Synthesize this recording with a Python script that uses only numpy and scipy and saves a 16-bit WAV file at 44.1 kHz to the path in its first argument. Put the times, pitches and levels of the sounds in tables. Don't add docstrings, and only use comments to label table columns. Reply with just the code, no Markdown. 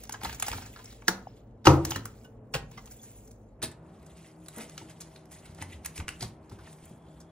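import sys
import numpy as np
from scipy import signal
from scipy.fft import rfft, irfft, next_fast_len
from scipy.io import wavfile
from scipy.ndimage import uniform_filter1d, map_coordinates

SR = 44100
rng = np.random.default_rng(int(sys.argv[2]) if len(sys.argv) > 2 else 0)


def magnitude_from_level(level_db):
    exponent = np.asarray(level_db, float) / 20
    return 10 ** exponent


def file_out(sig):
    cols = np.atleast_2d(sig).T
    lim = np.clip(cols, -1, 1)
    pcm = np.round(lim * 32767).astype(np.int16)
    wavfile.write(sys.argv[1], SR, pcm)


N = 322350
CUT_S = 3.588

# frequency in Hz, density in dB per Hz.
FIZZ = [(4000, -25), (6500, 1.5), (10000, 2.5), (15500, -2), (16200, -23.5)]


def along(points, hz):
    f, v = np.transpose(points)
    return np.interp(np.log(hz + 1), np.log(f + 1), v)


def unit(x):
    return x / np.sqrt(np.mean(x ** 2) + 1e-20)


def filtered(x, response):
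    n = x.shape[-1]
    m = next_fast_len(n + 2048)
    return irfft(rfft(x, m) * response(np.fft.rfftfreq(m, 1 / SR)), m)[..., :n]


def resonance(f, hz, width_hz):
    return 1j * f * width_hz / (hz * hz - f * f + 1j * f * width_hz)


def noise(spectrum, size):
    return unit(filtered(rng.standard_normal(size), lambda f: magnitude_from_level(along(spectrum, f))))


def wobble(rate, size):
    marks = np.arange(0, size + 8, 8)
    knots = rng.standard_normal(int(size * rate / SR) + 4)
    curve = map_coordinates(knots, [marks * rate / SR])
    return np.interp(np.arange(size), marks, curve)


def patchy(x, depth_db):
    z = signal.stft(x, nperseg=256)[2]
    field = uniform_filter1d(rng.standard_normal(z.shape), size=9, axis=0)
    field = uniform_filter1d(field, size=5, axis=1)
    return unit(signal.istft(z * magnitude_from_level(depth_db * unit(field)), nperseg=256)[1][:N])


def add(track, s, sound):
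    part = track[round(s * SR):][:len(sound)]
    part += sound[:len(part)]


def gate(table):
    out = np.zeros(N)
    for s, length in table:
        out[round(s * SR):round((s + length) * SR)] = 1
    return uniform_filter1d(out, size=128)


def room_tone(view):
    # frequency in Hz, density in dB per Hz.
    air = [
        [(15, -45), (32, -20), (55, 0), (75, -23.5), (112, -2), (161, -18.5), (222, -10), (359, -21),
         (447, -15.5), (800, -25.5), (1020, -31.5), (3000, -55), (3900, -87), (6600, -120)],
        [(15, -68), (25, -59), (59, -0.5), (129, -8.5), (140, -5.5), (161, -4.5), (288, -12), (325, -14),
         (485, -14), (655, -14.5), (997, -19), (3000, -42), (3900, -53), (6600, -120)],
    ]
    air_db = [-52, -54]
    # frequency in Hz, level in dB.
    fridge = [
        [(48, -65), (110, -63), (220, -64.5), (334, -75), (440, -70.5)],
        [(160, -57.5), (223, -72.5), (320, -64), (382, -67), (640, -70)],
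    ]
    t = np.arange(N) / SR
    rush = np.array([noise(air[view], size=N), noise(air[view], size=N)])
    rush = rush * magnitude_from_level(air_db[view] + 1.3 * wobble(2.8, size=N))
    hum = np.zeros(N)
    for hz, db in fridge[view]:
        level = magnitude_from_level(db + 3.0 + 3.4 * wobble(12, size=N))
        hum += level * np.sin(2 * np.pi * hz * t + 2.1 * wobble(11, size=N))
    return rush + hum


def effort():
    # peak time in s, peak level in dB, swell in s per
    # 20 dB, fade in s per 20 dB, fizz over rub in dB.
    rub_strokes = [(0, -50, .1, .16, 3), (.247, -37.5, .04, .16, -5), (.43, -45, .05, .15, -15),
                   (.529, -39, .3, .2, -1.5), (.9, -51, .9, .3, -3), (1.083, -51, .03, .3, -8),
                   (1.854, -44, .017, .3, -5), (1.375, -63, .04, .06, 1), (.615, -47, .05, .03, -8),
                   (1.96, -38, .17, .045, -8), (2.07, -55.5, .05, .09, -5), (2.23, -68, .2, .12, 6),
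                   (2.54, -67, .04, .2, 3), (2.72, -56, .035, .6, -8), (2.924, -61, .3, .15, 10),
                   (3.064, -57, .2, .25, 9), (3.17, -64, .15, .25, 9), (3.625, -68, .02, .3, -5),
                   (4.11, -60, .4, .07, -4), (4.266, -52, .2, .09, -5), (4.615, -43, .16, .06, 1),
               (4.2, -58, .1, .1, -10), (4.7, -53, .1, .1, -10), (4.787, -51, .2, .3, -4),
               (4.9, -54, .1, .1, -10), (5.021, -57.5, .1, .35, -5), (5.13, -59, .12, .2, -6),
               (5.326, -51, .025, .16, 1), (5.462, -50.5, .1, .09, -5.5), (5.624, -42, .065, .04, -12),
               (5.73, -44, .07, .045, -12.5), (5.857, -46.5, .05, .07, -11), (5.987, -44, .05, .03, 3),
               (6.085, -46, .02, .11, -2), (6.219, -41, .03, .075, 1.5), (6.52, -64, .2, .16, -10),
               (6.6, -60, .08, .12, -12), (6.675, -51, .1, .06, -10), (6.73, -57, .1, .08, 3),
               (6.849, -57, .15, .17, 2.5), (7.207, -66, .9, .2, -2)]
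    rest_db = -94
    t = np.arange(0, N + 16, 16) / SR
    rub, fizz = np.full(len(t), magnitude_from_level(rest_db)), np.full(len(t), magnitude_from_level(rest_db))
    for s, db, swell_s, fade_s, fizz_db in rub_strokes:
        gain = magnitude_from_level(db - 20 * np.maximum((s - t) / swell_s, (t - s) / fade_s))
        rub, fizz = np.hypot(rub, gain), np.hypot(fizz, gain * magnitude_from_level(fizz_db))
    return [np.interp(np.arange(N) / SR, t, gain) for gain in (rub, fizz)]


def rubbing():
    # frequency in Hz, density in dB per Hz.
    scrape = [(700, -17), (2100, -1), (3300, -3), (7500, -9)]
    sing_hz, sing_db = 2000, -38
    slide_s, slide_hz, slide_db = 6.85, 3350, -73
    t = np.arange(N) / SR
    rub, fizz = effort()
    sing = unit(filtered(rng.standard_normal(N), lambda f: resonance(f, sing_hz, 300) ** 2)) * (t > CUT_S)
    slide = unit(filtered(rng.standard_normal(N), lambda f: resonance(f, slide_hz, 400) ** 2))
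    slide = slide * (t > slide_s)
    pops = np.clip(wobble(400, size=N) - 1.6, 0, None)
    grain = 1.6 * wobble(35, size=N) + 1.3 * wobble(300, size=N) + 5 * pops
    low = rub * magnitude_from_level(grain) * patchy(noise(scrape, size=N), depth_db=3.5)
    high = fizz * magnitude_from_level(grain) * patchy(noise(FIZZ, size=N), depth_db=4.0)
    singing = rub ** 2 / magnitude_from_level(sing_db) * sing
    return magnitude_from_level(-5.0) * (magnitude_from_level(slide_db + grain) * slide + low + high + singing)


def aside():
    # start in s, peak level in dB.
    side_snaps = [(0.0353, -43.5), (0.0932, -49), (0.1221, -51), (0.2124, -56), (0.2463, -40),
                  (0.2902, -47.5), (0.3262, -50), (0.3995, -51.5), (0.4234, -51.5), (0.4633, -51),
                  (0.4798, -42), (0.5746, -48.5), (1.0804, -51.5), (1.6561, -38), (1.8507, -44),
                  (1.8986, -37.5), (2.0542, -43.5), (2.5242, -63.5), (4.0281, -60), (4.4835, -57.5),
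                  (4.5434, -53), (4.5823, -36.5), (4.7779, -52.5), (5.6135, -54), (5.8584, -40),
                  (5.9787, -52), (6.0869, -49), (6.2061, -50), (6.8547, -50.5), (6.8946, -57.5)]
    out, t = np.zeros(N), np.arange(2048) / SR
    for s, db in side_snaps:
        snap = noise([(6000, -28), (8500, 11.5), (15800, -1)], size=len(t))
        add(out, s, magnitude_from_level(db - 3.5 - 60 * t / 0.024) * snap)
    return out


def bursts(table, fizz_db, knock_db, cavity_db):
    # frequency in Hz, width in Hz, level in dB.
    board_modes = [(377, 590, -5), (850, 250, 9.5), (1404, 460, 0)]
    # frequency in Hz, density in dB per Hz.
    crack_spectrum = [(900, -7.5), (1600, 1), (3000, -7.5), (6000, -3.5), (8000, -25.5)]
    out, t = np.zeros(N), np.arange(3072) / SR

    def board(f):
        return sum((-1) ** k * magnitude_from_level(db) * resonance(f, hz, w) for k, (hz, w, db) in enumerate(board_modes))

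    for s, db, t60, hz in table:
        rise = .045 * t60
        smooth = magnitude_from_level(-60 * t / t60) * (1 - np.exp(-t / rise)) ** 2
        ragged = unit(smooth * magnitude_from_level(3.5 * wobble(600, size=len(t))))
        shape = ragged * np.sqrt(np.mean(smooth ** 2))
        colour = rng.standard_normal(12)
        tint = lambda f: magnitude_from_level(2.8 * np.interp(f, np.linspace(1000, 16000, num=len(colour)), colour))
        crack = noise(crack_spectrum, size=len(t))
        fizz = magnitude_from_level(fizz_db) * noise(FIZZ, size=len(t))
        tone = lambda f: magnitude_from_level(cavity_db) * resonance(f, hz, .2 * hz) + 4.9 * magnitude_from_level(knock_db) * board(f)
        ring = filtered(rng.standard_normal(len(t)) * shape, tone)
        add(out, s - rise, magnitude_from_level(db + 4.5) * (filtered(crack + fizz, tint) * shape + ring))
    return out


def contacts():
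    # start in s, crack level in dB, t60 in s, cavity frequency in Hz.
    snaps = [(.036, -46, .02, 6000), (.052, -53, .015, 5500), (.475, -44, .012, 6500),
             (.497, -45, .012, 6500), (.1233, -42, .034, 6350), (.3467, -47, .031, 6500),
             (.3985, -37, .018, 6000), (.8429, -54, .041, 730), (1.8503, -31, .018, 6000),
             (1.907, -35, .045, 5840), (2.0545, -40, .028, 1500), (2.912, -53, .06, 690),
             (3.0357, -57, .06, 6420), (3.6277, -35, .11, 4100), (4.0622, -58, .03, 800),
             (4.484, -45.5, .016, 3830), (4.561, -50, .029, 600), (4.696, -52, .019, 600),
             (5.0055, -49.5, .058, 6290), (5.0146, -50, .041, 4590), (5.2552, -61, .02, 650),
             (5.5476, -57, .014, 5300), (5.8487, -45, .067, 2350), (5.8597, -35, .021, 1960),
             (5.9585, -51, .1, 2090), (6.8557, -57, .013, 1500), (2.858, -56, .03, 6500),
             (3.275, -60, .03, 6400), (3.31, -59, .03, 6000), (6.728, -58, .02, 3200)]
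    taps = [(.0943, -34, .016, 930), (.2341, -36, .021, 930), (.4243, -27.5, .02, 2800),
            (.4654, -39, .031, 5230), (.482, -30, .026, 820), (.5158, -35, .015, 3770),
            (.6612, -48, .033, 930), (1.96, -33, .025, 1810), (2.2457, -61, .051, 2890),
            (2.8714, -55, .04, 2930), (2.7136, -50, .02, 1000), (3.7136, -54, .043, 1900),
            (4.4597, -54, .038, 670), (4.8978, -53, .046, 600), (5.3132, -52, .068, 600),
            (5.6235, -38, .024, 2000), (6.2225, -39, .08, 4020), (6.496, -57, .024, 5500),
            (7.2031, -58, .056, 5500)]
    knocks = [(.1395, -44, .059, 1600), (.2121, -47, .05, 710), (.2466, -38, .017, 4050),
              (.2529, -41, .04, 1600), (.529, -38, .07, 900), (.62, -47, .05, 900), (.79, -49, .05, 1000),
              (1.02, -56, .03, 1900), (.582, -45, .033, 970), (.7622, -47, .045, 800),
              (1.918, -38, .021, 3000), (2.7754, -51, .074, 1210), (4.5432, -62, .068, 1270),
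              (5.5834, -54, .033, 620), (5.998, -46.5, .06, 2380), (6.5136, -58, .036, 1250),
              (6.5887, -60, .06, 1450), (6.668, -59, .069, 1890)]
    ticks = [(.0722, -52, .026, 710), (.109, -50, .03, 3040), (.2943, -38, .035, 1600),
             (.3277, -38.5, .031, 860), (.8562, -47, .02, 5510), (.925, -49, .03, 750),
             (1.073, -46, .03, 5500), (1.6447, -50, .06, 4010), (1.6549, -23, .062, 1000),
             (3.6209, -38, .09, 350), (4.5845, -45, .025, 600), (4.6083, -44, .03, 670),
             (4.7782, -37, .016, 2600), (5.1606, -51, .017, 4160), (5.615, -41, .025, 2020),
             (5.978, -37, .018, 2580), (6.081, -32, .022, 2600), (6.0894, -31, .015, 2800),
             (6.2074, -39, .029, 4760)]
    chop = [
        (1.0814, -14.5, .03, 1600),
    ]
    flop = [
        (2.54, -26, .065, 2600),
        (2.531, -59, .03, 5000),
    ]
    slaps = [
        (1.6692, -14, .045, 840),
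    ]
    out = bursts(snaps, fizz_db=8, knock_db=-13, cavity_db=15)
    out += bursts(taps, fizz_db=3, knock_db=-6, cavity_db=15)
    out += bursts(knocks, fizz_db=-9, knock_db=2, cavity_db=21)
    out += bursts(ticks, fizz_db=-5, knock_db=-23, cavity_db=15)
    out += bursts(chop, fizz_db=-1, knock_db=-17, cavity_db=2)
    out += bursts(flop, fizz_db=-4, knock_db=-8, cavity_db=9)
    out += bursts(slaps, fizz_db=-10, knock_db=2, cavity_db=14)
    return out


def blade(table, blur):
    out, t = np.zeros(N), np.arange(SR // 4) / SR
    shake = blur * wobble(350, size=N + len(t))
    for s, hz, db, t60 in table:
        phase = 2 * np.pi * hz * t + shake[round(s * SR):][:len(t)]
        add(out, s, magnitude_from_level(db - 60 * t / t60) * (1 - np.exp(-t / 0.0012)) * np.sin(phase))
    return out


def thumps():
    # start in s, peak level in dB, pitch in Hz, t60 in s.
    landings = [(0.231, -34, 110, 0.13), (.26, -36.5, 70, .2), (0.503, -32, 65.6, .2),
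                (.55, -37.5, 90.9, .25), (1.083, -29, 190, 0.15), (1.957, -30, 108.6, 0.16),
                (2.545, -26, 135, 0.14), (3.63, -33, 125, 0.17), (4.57, -40, 220.7, 0.35),
                (4.819, -43, 119, 0.18), (5.489, -43.5, 87, .3), (5.605, -39.5, 89.3, 0.39),
                (5.74, -39.5, 75.4, 0.2), (5.986, -42, 160, .08), (4.58, -42, 480, .15),
                (2.55, -35, 55, .25), (6.24, -39, 55, .2), (5.985, -29, 74, 0.14),
                (6.219, -30.5, 115, 0.14), (6.516, -36, 102, 0.19), (6.827, -38.5, 89, 0.067),
                (6.909, -40.5, 144, 0.1)]
    out, t = np.zeros(N), np.arange(SR // 3) / SR
    for s, db, hz, t60 in landings:
        tone = np.sin(2 * np.pi * hz * t + 0.77 * wobble(20, size=len(t)))
        rumble = noise([(hz / 3, -30), (hz, 0), (hz * 4, -9), (hz * 9, -35)], size=len(t))
        envelope = magnitude_from_level(db - 60 * t / t60) * (1 - np.exp(-t * hz / 0.57))
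        add(out, s, envelope * (tone + 0.65 * rumble))
    return out


def ringing():
    drop_s = 1.669
    # frequency in Hz, density in dB per Hz.
    thud = [(55, -27.5), (100, -4.5), (330, 1), (600, -4), (1200, -10.5), (2000, -30.5)]
    # frequency in Hz, level in dB, t60 in s.
    counter = [(85.4, -8.5, 0.16), (135.9, -10, 0.34), (331.7, -14, 0.36), (548, -25, 0.083),
               (800, -20, .2), (940, -21, 0.22), (1207, -21, .15)]
    out, t = np.zeros(N), np.arange(SR // 2) / SR
    envelope = magnitude_from_level(-13.5 - 60 * t / 0.27) * (1 - np.exp(-t / 0.009))
    add(out, drop_s, envelope * noise(thud, size=len(t)))
    for hz, db, t60 in counter:
        rattle = 1.2 * wobble(40, size=len(t))
        rough = .7 * wobble(45, size=len(t))
        envelope = magnitude_from_level(db + rattle - 60 * t / t60) * (1 - np.exp(-t * hz / 0.73))
        add(out, drop_s, envelope * np.sin(2 * np.pi * hz * t + rough))
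    return out


def kitchen(x):
    # frequency in Hz, t60 in s.
    decay = [(100, 0.68), (1000, 0.34), (4000, 0.23), (14000, 0.15)]
    out, step = np.zeros((2, N + 2 * SR)), SR // 3
    for start in range(0, N, step):
        hz, t, z = signal.stft(rng.standard_normal((2, SR // 2)), SR, nperseg=256)
        tail = signal.istft(z * magnitude_from_level(-60 * t / along(decay, hz)[:, None]), SR, nperseg=256)[1]
        wet = signal.fftconvolve(x[None, start:start + step], tail / np.linalg.norm(tail[0]), axes=1)
        out[:, start + 130:][:, :wet.shape[1]] += wet
    return out[:, :N]


def ports(direct, diffuse, view):
    # frequency in Hz, difference over sum in dB.
    balance = [
        [(60, -36), (200, -19), (700, -7), (2400, -3), (4400, 0), (7700, 3), (9000, 30), (13500, 30),
         (14000, 6), (15000, 1), (16000, 2)],
        [(60, -37), (200, -22), (1300, -4), (2900, -12), (4400, -1), (8000, 0), (11000, 4), (12000, 30),
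         (16000, 30)],
    ]
    # frequency in Hz, phase in radians.
    turn_phase = [(100, .5), (400, -.6), (800, -1.3), (1700, -1.7), (2200, -4.6), (6000, -4.7)]
    # start in s, length in s.
    stray = [(0, .02), (.033, .008), (.092, .012), (.12, .008), (.205, .075), (.324, .049), (.397, .007),
             (.422, .01), (.454, .054), (.575, .063), (.72, .022), (1.045, .028), (1.665, .029),
             (1.847, .013), (1.894, .028), (2.05, .02), (2.14, .12), (2.291, .033), (2.445, .031),
             (2.521, .009), (2.85, .02), (2.9, .024), (3.27, .028), (3.416, .019), (1.956, .012),
             (4.017, .018), (4.175, .029), (4.355, .034), (4.481, .012), (4.525, .024), (4.568, .035),
             (4.776, .032), (4.983, .035), (5.098, .035), (5.145, .03), (5.242, .02), (5.29, .043),
             (5.409, .025), (5.857, .018), (5.89, .039), (5.969, .014), (6.404, .05), (6.495, .03),
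             (6.582, .013), (6.851, .012), (6.891, .011), (6.945, .023), (7.13, .094)]
    # start in s, length in s.
    hushed = [
        (1.49, .15),
        (1.77, .06),
        (2.36, .08),
        (2.6, .09),
        (3.42, .17),
    ]

    def lean(f):
        return np.arctan(magnitude_from_level(along(balance[view], f)))

    def bands(f):
        return np.cos(lean(f)) * np.array([f < 13300, (f >= 13300) & (f < 14900), f >= 14900])

    def leak(bias):
        return np.clip(3 * (wobble(16, size=N) + bias), 0, 1) * (1 - gate(hushed))

    body, edge, top = filtered(direct + diffuse[0], bands)
    mid = body + leak(.7) * edge + leak(1.5) * top
    mid += gate(stray) * magnitude_from_level(-14) * filtered(direct, lambda f: np.sin(lean(f)) ** 4)
    side = filtered(direct, lambda f: np.sin(lean(f)) * np.exp(1j * along(turn_phase, f)))
    side += filtered(diffuse[1], lambda f: np.sin(lean(f)))
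    return np.array([mid + side, mid - side])


def scene():
    # start in s, frequency in Hz, level in dB, t60 in s.
    clear_tones = [(1.2705, 756, -23.5, 0.017), (1.277, 5200, -60, .14), (1.273, 6400, -62, .05),
                   (1.273, 3000, -62, .06), (1.669, 2850, -6, 0.024), (1.69, 8000, -52, .5),
                   (2.247, 2900, -52, 0.096), (2.248, 1497, -55, 0.16), (2.777, 2063, -40, 0.069),
                   (2.775, 3130, -49, .05), (2.995, 3440, -49.5, .04), (4.815, 900, -41, 0.05),
                   (1.99, 4050, -50, .1), (1.719, 345, -14, .05), (.253, 1600, -36, .04),
                   (.245, 4050, -38, .03), (.424, 3000, -30, .02), (.094, 860, -28, .03),
                   (.482, 820, -26, .035), (.233, 830, -31, .03), (.399, 900, -37, .015),
                   (.531, 900, -31, .03), (5.623, 2000, -40, .04), (5.86, 2000, -39, .03),
                   (5.86, 8400, -42, .02), (5.975, 2450, -42, .04), (5.998, 2600, -44, .04),
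                   (5.998, 7000, -50, .03), (5.72, 3800, -54, .12), (6.21, 6000, -44, .03),
                   (.143, 1640, -31, .03), (.144, 3000, -38, .02), (.254, 824, -27, .03),
                   (.255, 4000, -35, .025), (.293, 1640, -35, .03), (.292, 850, -37, .03),
                   (.4245, 2400, -29, .02), (.441, 2100, -38, .03), (.464, 5200, -37, .025),
                   (.515, 4830, -34, .02), (.514, 2200, -37, .02), (.394, 2300, -40, .02),
                   (1.674, 320, -7, .07), (.584, 918, -38, .03), (6.588, 1500, -50, .05),
                   (6.675, 1800, -50, .04), (4.553, 1270, -48, .04), (6.225, 700, -38, .06),
                   (2.778, 1150, -39, .07), (6.515, 1300, -50, .04)]
    struck = [(1.0818, 1669, -5, .017), (1.0818, 1394, -12, .028), (1.0812, 5800, -17, .01),
              (1.0812, 4786, -24, .015), (1.083, 851, -26, .04), (1.654, 850, -23, .05),
              (1.656, 300, -26, .06), (4.778, 4000, -33, .015), (4.778, 6000, -39, .012),
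              (1.084, 330, -28, .12), (.253, 2600, -36, .03), (.295, 2700, -39, .03),
              (1.0815, 3000, -19, .014), (1.669, 900, -12, .035), (1.669, 1300, -9, .028),
              (1.682, 950, -14, .05), (1.657, 1300, -21, .04), (1.9595, 1055, -26, .035),
              (1.9595, 1760, -25, .028), (1.961, 4020, -30, .025), (1.959, 5900, -31, .015),
              (1.948, 2890, -37, .06), (1.954, 2890, -32, .03), (1.906, 6067, -30, .022),
              (1.908, 4100, -33, .02), (2.539, 4940, -25, .012), (2.539, 7000, -28, .01),
              (2.543, 1950, -25, .016), (2.542, 2700, -28, .016), (2.548, 511, -25, .05),
              (2.056, 1100, -39, .03), (3.634, 620, -34, .05), (3.64, 240, -35, .08)]
    work = rubbing() + contacts() + thumps() + ringing()
    echo = magnitude_from_level(-8.5) * kitchen(work + magnitude_from_level(-4) * blade(struck, blur=1.3))
    direct = work + blade(struck, blur=0) + blade(clear_tones, blur=0)
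    after = np.clip((np.arange(N) / SR - CUT_S) / 0.0057, 0, 1)
    views = [ports(direct, echo + room_tone(view), view) for view in (0, 1)]
    return (1 - after) * views[0] + after * views[1] + aside()


def low_pass(x):
    return signal.sosfilt(signal.butter(12, 17160, fs=SR, output="sos"), x)


def record(dry):
    x = filtered(dry, lambda f: magnitude_from_level(-55 * np.clip((f - 15750) / 450, 0, 1)))
    mix = x / (1 + np.abs(x / .98) ** 6) ** (1 / 6)
    return low_pass(mix)


dry = scene()
out = record(dry)
file_out(out)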